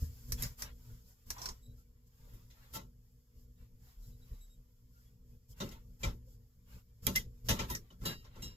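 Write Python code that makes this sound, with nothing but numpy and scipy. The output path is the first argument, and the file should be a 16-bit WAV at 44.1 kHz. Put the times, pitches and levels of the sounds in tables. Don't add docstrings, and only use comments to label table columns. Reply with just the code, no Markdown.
import sys
import numpy as np
from scipy import signal
from scipy.fft import rfft, irfft
from scipy.io import wavfile
from scipy.ndimage import uniform_filter1d, map_coordinates

SR = 44100
rng = np.random.default_rng(int(sys.argv[2]) if len(sys.argv) > 2 else 0)


def put_to_file(sound):
    columns = np.atleast_2d(sound).T
    safe = np.clip(columns, -1, 1)
    whole_steps = np.round(safe * 32767)
    wavfile.write(sys.argv[1], SR, whole_steps.astype(np.int16))


def voltage_ratio(decibels):
    exponent = np.asarray(decibels, float) / 20
    return 10 ** exponent


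N = 377672

# frequency in Hz, relative density in dB per Hz.
TREBLE_COLOUR = [(5000, -35.5), (8500, -17), (9910, -13), (12600, -3.5), (14700, -9.5), (16000, -39)]
SLAP_PATCHY_DB = 4.5


def rms_one(x):
    return x / np.sqrt(np.mean(x ** 2) + 1e-20)


def in_time(rows):
    s, *columns = np.transpose(rows)
    return [np.interp(np.arange(N) / SR, s, column) for column in columns]


def at_hz(points, hz):
    point_hz, values = np.transpose(points)
    return np.interp(np.log(hz), np.log(point_hz), values)


def bin_hz():
    return np.maximum(np.fft.rfftfreq(N, 1 / SR), 1)


def coloured(x, spectrum):
    return irfft(rfft(x) * voltage_ratio(at_hz(spectrum, bin_hz())), N)


def drift(rate):
    knots = rng.standard_normal(4000)
    return map_coordinates(knots, [np.arange(N) / SR * rate], order=1, mode="nearest")


def patchy(x, patchy_db):
    cells = signal.stft(x, nperseg=1024)[2]
    field = rng.standard_normal(cells.shape[1:])
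    field = uniform_filter1d(field, size=2, axis=0)
    field = uniform_filter1d(field, size=4, axis=1)
    return signal.istft(cells * voltage_ratio(patchy_db * rms_one(field)), nperseg=1024)[1][:, :N]


def noise(spectrum, patchy_db=0., even_s=0):
    # frequency in Hz, left-right likeness from 0 to 1.
    likeness = [(40, 0.99), (150, 1), (300, 1), (700, 0.58), (2000, 0.067), (8000, 0.25), (14000, 0.15)]
    alike = np.clip(at_hz(likeness, bin_hz()), 0, 1)
    mid, side = rfft(rng.standard_normal((2, N)))
    both = np.sqrt(1 + alike) * mid + np.sqrt(1 - alike) * side * [[1], [-1]]
    out = irfft(both * voltage_ratio(at_hz(spectrum, bin_hz())), N)
    if patchy_db:
        out = patchy(out, patchy_db)
    if even_s:
        power = np.mean(out ** 2, axis=0)
        out = out / np.sqrt(uniform_filter1d(power, size=int(even_s * SR)) + 1e-20)
    return rms_one(out)


def ring_time(width_hz):
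    return np.log(1000) / (np.pi * width_hz)


def ring(push, hz, t60):
    r, w = voltage_ratio(-60 / (t60 * SR)), 2 * np.pi * hz / SR
    return signal.lfilter([0, np.sin(w)], [1, -2 * r * np.cos(w), r * r], push + 1e-18)


def blow(s, t60, rise_s):
    out, start = np.zeros(N), max(round(s * SR), 0)
    t = np.arange(min(SR // 2, N - start)) / SR
    fall = voltage_ratio(-60 * t / np.clip(t60, .005, .6))
    out[start:start + len(t)] = (1 - np.exp(-t / rise_s)) * fall
    return out


def swell(s, length):
    return np.cos(np.pi * np.clip((np.arange(N) / SR - s) / length, -.5, .5)) ** 2


def struck(modes, hits, spread_db, waver_db, jolt_s):
    out = np.zeros((2, N))
    t = np.arange(N) / SR
    for hz, db, t60 in modes:
        levels = [level + db + tilt_db * np.log2(hz / 4000) for _, level, tilt_db in hits]
        levels = voltage_ratio(levels + spread_db * rng.standard_normal(len(hits)))
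        shape = sum(level * blow(s, t60, jolt_s) for (s, _, _), level in zip(hits, levels))
        waver = voltage_ratio(waver_db * drift(60))
        side_phase = rng.uniform(0, 1, (2, 1))
        out += shape * waver * np.sin(2 * np.pi * hz * t + 0.26 * waver_db * drift(70) + side_phase)
    return out


def suppressor(handling):
    open_from_db, slope_db_per_db, most_db, window_s = -68.5, 0.66, 25.5, 0.098
    frame = np.hanning(int(window_s * SR))
    power = signal.fftconvolve(np.mean(handling ** 2, axis=0), frame / frame.sum(), "same")
    level_db = 10 * np.log10(np.abs(power) + 1e-12)
    return voltage_ratio(np.clip(slope_db_per_db * (level_db - open_from_db), 0, most_db))


def hiss_and_rustle(settle_db, opening):
    # frequency in Hz, relative density in dB per Hz.
    hiss_colour = [(1760, -66), (3000, -15), (3550, -13.5), (3830, -22.5), (4260, -10.5), (5140, -4.5),
                   (6260, -8.5), (7560, -4), (8340, -20), (8950, -15.5), (10700, -13.5), (11400, -4),
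                   (13100, -3.5), (15000, -8), (16000, -28.5)]
    # frequency in Hz, relative density in dB per Hz.
    rustle_colour = [(330, -32.5), (560, -5.5), (688, -11), (895, -3.5), (1040, -4.5), (2500, -10),
                     (4000, -11), (5200, -25), (8800, -120)]
    # centre in seconds, length in seconds, hiss in dB, rustle in dB.
    swells = [(0.027, 0.14, -61, -76), (0.429, 0.15, -51, -56), (0.5, 0.12, -65, -71),
              (0.608, 0.084, -53.5, -67), (0.656, 0.17, -91, -58), (0.903, 0.3, -73, -77.5),
              (1.1, .12, -70.5, -85), (1.42, 0.26, -64.5, -60), (1.526, 0.23, -80, -75),
              (1.798, 0.1, -77, -113), (2.076, 0.033, -77, -111), (2.308, 0.49, -75, -76),
              (2.64, 0.34, -75.5, -72), (2.757, 0.067, -46, -72), (3.402, 0.16, -77, -97),
              (3.624, 0.14, -83, -78), (3.882, 0.22, -73, -75), (4.063, 0.2, -71, -87),
              (4.34, 0.34, -76.5, -79), (4.486, .1, -88, -94), (5.016, 0.35, -79, -88),
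              (5.32, 0.17, -82, -93), (5.514, 0.075, -64, -87), (5.682, 0.35, -83, -65.5),
              (6.074, 0.16, -108, -57), (6.315, 0.15, -75, -99), (6.743, 0.21, -68.5, -69),
              (7.384, 0.052, -92, -107), (7.609, 0.18, -86, -49.5), (7.697, 0.036, -56.5, -54.5),
              (7.87, 0.18, -89, -79.5), (8.095, 0.16, -59, -50.5), (8.217, 0.088, -80, -82),
              (8.265, 0.072, -99, -71), (8.415, 0.38, -99, -66)]
    shapes = np.array([swell(s, length) for s, length, _, _ in swells])
    hiss_swells, rustle_swells = voltage_ratio(np.array(swells)[:, 2:].T) @ shapes
    hiss = voltage_ratio(-82.5 + settle_db + 1.1 * drift(8.8))
    hiss = hiss + hiss_swells + voltage_ratio(-79.0) * (opening - 1)
    rustle = voltage_ratio(-90.5 + 0.91 * settle_db + drift(31))
    rustle = rustle + rustle_swells + voltage_ratio(-88.5) * (opening - 1)
    return hiss * noise(hiss_colour, patchy_db=1.8) + rustle * noise(rustle_colour, patchy_db=4.2)


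def rumble(low_db):
    # frequency in Hz, relative density in dB per Hz.
    rumble_colour = [(8.8, -32), (15, -3), (59, 3), (86, -11.5), (113, -2), (150, -16), (200, -34),
                     (330, -120)]
    return voltage_ratio(-63.5 + low_db) * noise(rumble_colour, even_s=0.098)


def fridge(low_db):
    # frequency in Hz, rms level in dB ahead of the fridge gain.
    hum_tones = [(118.4, -67.5), (242.2, -75.5), (436.0, -85.5), (479.1, -84.5)]
    # frequency in Hz, relative density in dB per Hz.
    drone_colour = [(76, -31), (130, -27), (182, 0), (210, -23.5), (232, -8), (265, -16.5), (403, -23),
                    (487, -17.5), (650, -32.5), (840, -47.5), (1430, -120)]
    t, hum = np.arange(N) / SR, 0
    for hz, db in hum_tones:
        level = voltage_ratio(db + 1.2 * drift(7.7)) * np.sqrt(2)
        hum = hum + level * np.sin(2 * np.pi * hz * t + 1.17 * drift(11))
    return voltage_ratio(-4.5 + 0.86 * low_db) * (hum + voltage_ratio(-74) * noise(drone_colour))


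def background(opening):
    # time in seconds, lift in dB.
    settle = [(0, 16), (.12, 17.5), (.3, 17.5), (.9, 9), (1.3, 8), (1.7, 6), (2.0, 3), (2.5, 5.5),
              (3.0, 3.5), (3.5, 2), (4.2, 7.5), (4.7, 3.5), (5.3, 1.5), (6.0, 5), (6.5, 2), (7.0, 4),
              (7.4, 6), (8.0, 3), (8.56, 5.5)]
    # centre in seconds, lift in dB.
    heaves = [(0.031, 15), (.31, -0.5), (.45, 9.5), (.52, 9), (.6, 0.5), (.93, 5), (1.1, -4.5), (1.32, 2.5),
              (1.52, 6.5), (1.69, 6.5), (1.8, 4.5), (2.07, 6), (2.34, 8), (2.48, -2.5), (2.6, -0.5),
              (2.87, 9), (3.38, 3), (3.5, 5), (3.62, 8.5), (3.74, 5), (3.86, 2.5), (4.001, 8.5),
              (4.331, 17.5), (4.6, 7.5), (4.84, 6), (5.34, 7), (5.51, 8), (5.65, 9.5), (6.08, 11),
              (6.44, 1), (6.58, 6), (6.768, 14), (7.18, 8), (7.37, 2.5), (7.521, 8), (7.63, 8.5),
              (7.71, 13), (8.05, 9.5), (8.45, -1)]
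    settle_db, = in_time(settle)
    heave_db = sum(db * swell(s, 0.078) for s, db in heaves)
    opening_db = 20 * np.log10(opening)
    low_db = 0.62 * settle_db + heave_db + 0.63 * opening_db + 4.5 * drift(11)
    return hiss_and_rustle(settle_db, opening) + rumble(low_db) + fridge(low_db)


def thumps():
    # time in seconds, level in dB, frequency in Hz, nominal 60 dB fall time in seconds.
    thump_hits = [(0.009, -21, 78, 0.26), (3.984, -27.5, 38.7, 0.26), (4.307, -35.5, 34.8, 0.72),
                  (5.61, -36, 110.6, 0.32), (6.049, -25.5, 114.7, 0.27), (7.498, -30, 73.6, 0.44)]
    t, out = np.arange(N) / SR, 0
    for s, db, hz, t60 in thump_hits:
        shape = blow(s - .02, t60, 0.073)
        out = out + voltage_ratio(db) * shape * np.sin(2 * np.pi * hz * (t - s))
    return out


def clicks():
    # start in seconds, level in dB, treble against it in dB, tail 60 dB fall time in seconds,
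    # left over right in dB (wider in the treble).
    snaps = [(0.3211, -20, -1, 0.092, -1.5), (0.4231, -28, 8.5, 0.1, -2.5), (0.4336, -25.5, -18, 0.16, 3),
             (0.621, -23, -3, 0.12, -0.5), (1.3035, -20.5, -5.5, 0.098, -1), (1.3818, -35.5, -22, 0.21, -1),
             (1.4171, -28.5, -13, 0.25, 0), (1.457, -21, -12, 0.081, -3), (1.488, -26.5, -27, 0.1, -2),
             (5.5119, -70, -7, 0.14, 8), (5.69, -41, -17, 0.072, 12), (7.0672, -15.5, 4.5, 0.031, -4),
             (7.1583, -16.5, -1, 0.12, -2.5), (7.7005, -31, 4, 0.045, 0), (7.7105, -35, -3, .05, -3),
             (7.7504, -21, -10.5, 0.1, -2)]
    # frequency in Hz, relative density in dB per Hz.
    snap_colour = [(410, -9.5), (700, -22.5), (1050, -9), (1990, -8), (2320, -10), (2930, -15.5),
                   (3830, -11.5), (5510, 4.5), (9000, -14), (11700, -45.5), (19800, -120)]
    treble_pan_factor = 2.64
    body = top = 0
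    ticks, top_ticks = np.zeros((2, 2, N))
    for s, db, top_db, t60, pan_db in snaps:
        crack, tail = blow(s, 0.017, 0.0014), blow(s, t60, 0.0028)
        shape = voltage_ratio(-10.0) * crack + voltage_ratio(-17.5) * tail
        half_pan_db = pan_db / 2 * np.array([[1], [-1]])
        sides = voltage_ratio(db + half_pan_db)
        top_sides = voltage_ratio(db + top_db + treble_pan_factor * half_pan_db)
        body, top = body + sides * shape, top + top_sides * shape
        ticks[:, round(s * SR) + 20] = sides[:, 0]
        top_ticks[:, round(s * SR) + 20] = top_sides[:, 0]
    unit = np.eye(1, N)[0]
    tick = 0
    for train, colour in [(ticks, snap_colour), (top_ticks, TREBLE_COLOUR)]:
        tick = tick + coloured(train, colour) / coloured(unit, colour)[0]
    rough = body * noise(snap_colour, patchy_db=SLAP_PATCHY_DB, even_s=0.0012)
    return voltage_ratio(-2.5) * tick + rough + top * noise(TREBLE_COLOUR, even_s=0.0013)


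def squeaks_and_pings():
    # start in seconds, length in seconds, frequency in Hz,
    # level in dB, overtones against it in dB.
    squeaks = [(1.619, 0.068, 3870, -79, 5), (1.632, 0.12, 3915, -76, -25), (4.025, 0.053, 4000, -73, -12),
               (4.113, .06, 3890, -77.5, -10), (4.213, .06, 3900, -75, -12), (4.324, 0.059, 3910, -74, -12),
               (4.406, 0.065, 3860, -70, 4), (4.492, 0.075, 3810, -72.5, -0.5)]
    # start in seconds, length in seconds, start in Hz, end in Hz, level in dB.
    pings = [(0.378, 0.034, 3340, 3330, -59), (0.447, .035, 2080, 2050, -58),
             (1.777, 0.05, 1334, 1344, -71.5), (4.942, 0.077, 1400, 1450, -72),
             (4.98, .09, 1740, 1640, -83), (5.052, 0.053, 3350, 3360, -81.5),
             (5.527, 0.011, 3100, 3100, -69.5), (5.737, 0.057, 890, 917, -63),
             (6.266, 0.032, 505, 522, -64), (7.699, 0.029, 980, 1020, -40.5),
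             (7.714, 0.067, 1910, 1890, -42.5), (7.903, 0.013, 2940, 3080, -61)]
    t, out = np.arange(N) / SR, 0
    jitter, flutter = .7 * drift(250), voltage_ratio(3.0 * drift(60))
    tones = [(s, length, hz, hz, db, over_db) for s, length, hz, db, over_db in squeaks]
    tones += [(*row, -20) for row in pings]
    for s, length, start_hz, end_hz, db, over_db in tones:
        part = np.clip((t - s) / length, 0, 1)
        turns = length * (start_hz * part + (end_hz - start_hz) * part ** 2 / 2)
        phase = 2 * np.pi * turns + jitter
        window = np.abs(np.sin(np.pi * part ** .7) ** .8)
        overtones = np.sin(2 * phase) + voltage_ratio(-1.5) * np.sin(3 * phase)
        out = out + voltage_ratio(db) * window * flutter * (np.sin(phase) + voltage_ratio(over_db) * overtones)
    return out


def bottle_taps():
    # time in seconds, level in dB, brightness in dB per octave.
    taps = [(0.4224, -34.5, 16), (0.6219, -48.5, -3.5), (6.0328, -23, 3), (7.066, -21, -1),
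            (7.157, -18.5, 2), (7.4867, -26, 10), (7.591, -32, 0), (7.7, -42, 2)]
    # frequency in Hz, width in Hz, relative level in dB.
    wall_modes = [(2060, 24, -1.5), (2380, 21, -4), (3260, 12, -4), (3900, 77, 2.5), (5280, 55, -22),
                  (5500, 69, -4), (6250, 56, -11), (6780, 31, -11), (7300, 64, -6)]
    modes = [(hz, db - 9.0, min(ring_time(width), .07)) for hz, width, db in wall_modes]
    return struck(modes, taps, spread_db=3.0, waver_db=10.0, jolt_s=0.0072)


def twist():
    # time in seconds, rms level in dB.
    turning = [(1.28, -96), (1.294, -75), (1.312, -50.5), (1.34, -77), (1.37, -55), (1.466, -53.5),
               (1.51, -56), (1.56, -102)]
    neck_hz, neck_width_hz = 1020, 110
    t = np.arange(N) / SR
    inside = (t > turning[0][0]) & (t < turning[-1][0])
    tone = rms_one(ring(rng.standard_normal(N), neck_hz, ring_time(neck_width_hz)))
    return inside * voltage_ratio(in_time(turning)[0]) * tone


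def knocks():
    # start in seconds, level in dB, then mids, thud and treble against it in dB.
    contacts = [(2.333, -60, -10, 2, -5), (2.5014, -51, -24, -26, -20), (2.7354, -38.5, -13.5, -12, -11.5),
                (2.751, -38, -6.5, -9, -35), (5.6017, -30, -8.5, -2, -23), (5.713, -46, -16, -21, -14.5),
                (6.0319, -27, -10, -6.5, -23), (7.067, -26.5, -12, -3.5, -14.5),
                (7.1528, -27.5, -25, -21, -21), (7.4858, -17, -16, -11, -16), (7.502, -32.5, -11, -15, -27),
                (7.59, -27.5, -10.5, -8.5, -22.5), (7.702, -33.5, -14, -5, -7.5), (7.903, -55, -7, -1, -28),
                (8.011, -53, -6, 8.5, -17), (8.0527, -31.5, -9.5, -2.5, -7), (8.243, -52.5, -9, -14.5, -23),
                (8.357, -51, -5, 2.5, -27), (8.421, -47.5, -15, 3.5, -3)]
    # frequency in Hz, relative density in dB per Hz.
    slap_colour = [(880, -41), (1500, -21.5), (2060, -8.5), (2270, -21), (2420, -14), (3850, -9.5),
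                   (4200, -15), (5260, -11), (6740, -12.5), (8500, -26.5), (11000, -43.5), (18700, -120)]
    # frequency in Hz, width in Hz, relative level in dB.
    counter_modes = [(551, 62, 4.5), (890, 9.4, 8), (1056, 53, 1), (1342, 24, 6)]
    # frequency in Hz, relative density in dB per Hz.
    thud_colour = [(41, -51), (70, -22), (113, -5.5), (201, -4), (265, -15.5), (307, -17), (380, -13.5),
                   (490, -21), (840, -120)]
    t60 = 0.16
    slap = top = wood = thud = 0
    for s, db, mid_db, thud_db, top_db in contacts:
        shape = voltage_ratio(db - 8.0) * (blow(s, 0.0088, 0.0014) + blow(s, t60, 0.0053))
        slap, top = slap + shape, top + voltage_ratio(top_db + 10) * shape
        wood = wood + voltage_ratio(db + mid_db + 2.5) * blow(s, 1.074 * t60, 0.01)
        thud = thud + voltage_ratio(db + thud_db) * blow(s, 1.69 * t60, 0.021)
    hz = np.geomspace(250, 2000, 300)
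    humps = sum(voltage_ratio(db) ** 2 / (1 + (2 * (hz - centre) / width) ** 2) for centre, width, db in counter_modes)
    counter_colour = [(100, -90), *zip(hz, 10 * np.log10(humps)), (3000, -90)]
    out = slap * noise(slap_colour, patchy_db=SLAP_PATCHY_DB) + top * noise(TREBLE_COLOUR)
    out = out + wood * voltage_ratio([[1.5], [-1.5]]) * noise(counter_colour, even_s=0.0045)
    return out + thud * noise(thud_colour, even_s=0.0088)


def clinks():
    # time in seconds, level in dB, brightness in dB per octave.
    touches = [(8.053, -35.5, 2.5), (8.4206, -45, 4)]
    # frequency in Hz, relative level in dB, 60 dB fall time in seconds.
    glass_modes = [(1890, -15, 0.47), (2800, -7.5, 0.3), (3100, -18, 0.39), (3270, -10.5, 0.19),
                   (3840, -17, 0.27), (3813, -14, 0.35), (3932, 4, 0.23), (4350, -20, .15),
                   (4460, -23, 0.28), (4700, -10, 0.32), (5066, -37, 0.26), (5430, -7, 0.29),
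                   (5680, -19, 0.28), (5870, -8, 0.25), (6300, -23, 0.17), (6680, -9, 0.17),
                   (7550, -7.5, 0.17), (7300, -18, 0.32)]
    return struck(glass_modes, touches, spread_db=2.5, waver_db=3.0, jolt_s=0.0046)


def scene():
    left_lag_s, left_gain_db = 0.0002848, .5
    handling = clicks() + bottle_taps() + knocks() + clinks()
    quiet_sources = thumps() + squeaks_and_pings() + twist()
    left, right = background(suppressor(handling)) + handling + quiet_sources
    delay = np.exp(-2j * np.pi * np.fft.rfftfreq(N, 1 / SR) * left_lag_s)
    late = irfft(rfft(left) * delay, N)
    return np.array([voltage_ratio(left_gain_db) * late, right])


def roll_off(x):
    return signal.sosfilt(signal.butter(12, 16480, fs=SR, output="sos"), x)


def record(dry):
    return roll_off(dry)


dry = scene()
out = record(dry)
put_to_file(out)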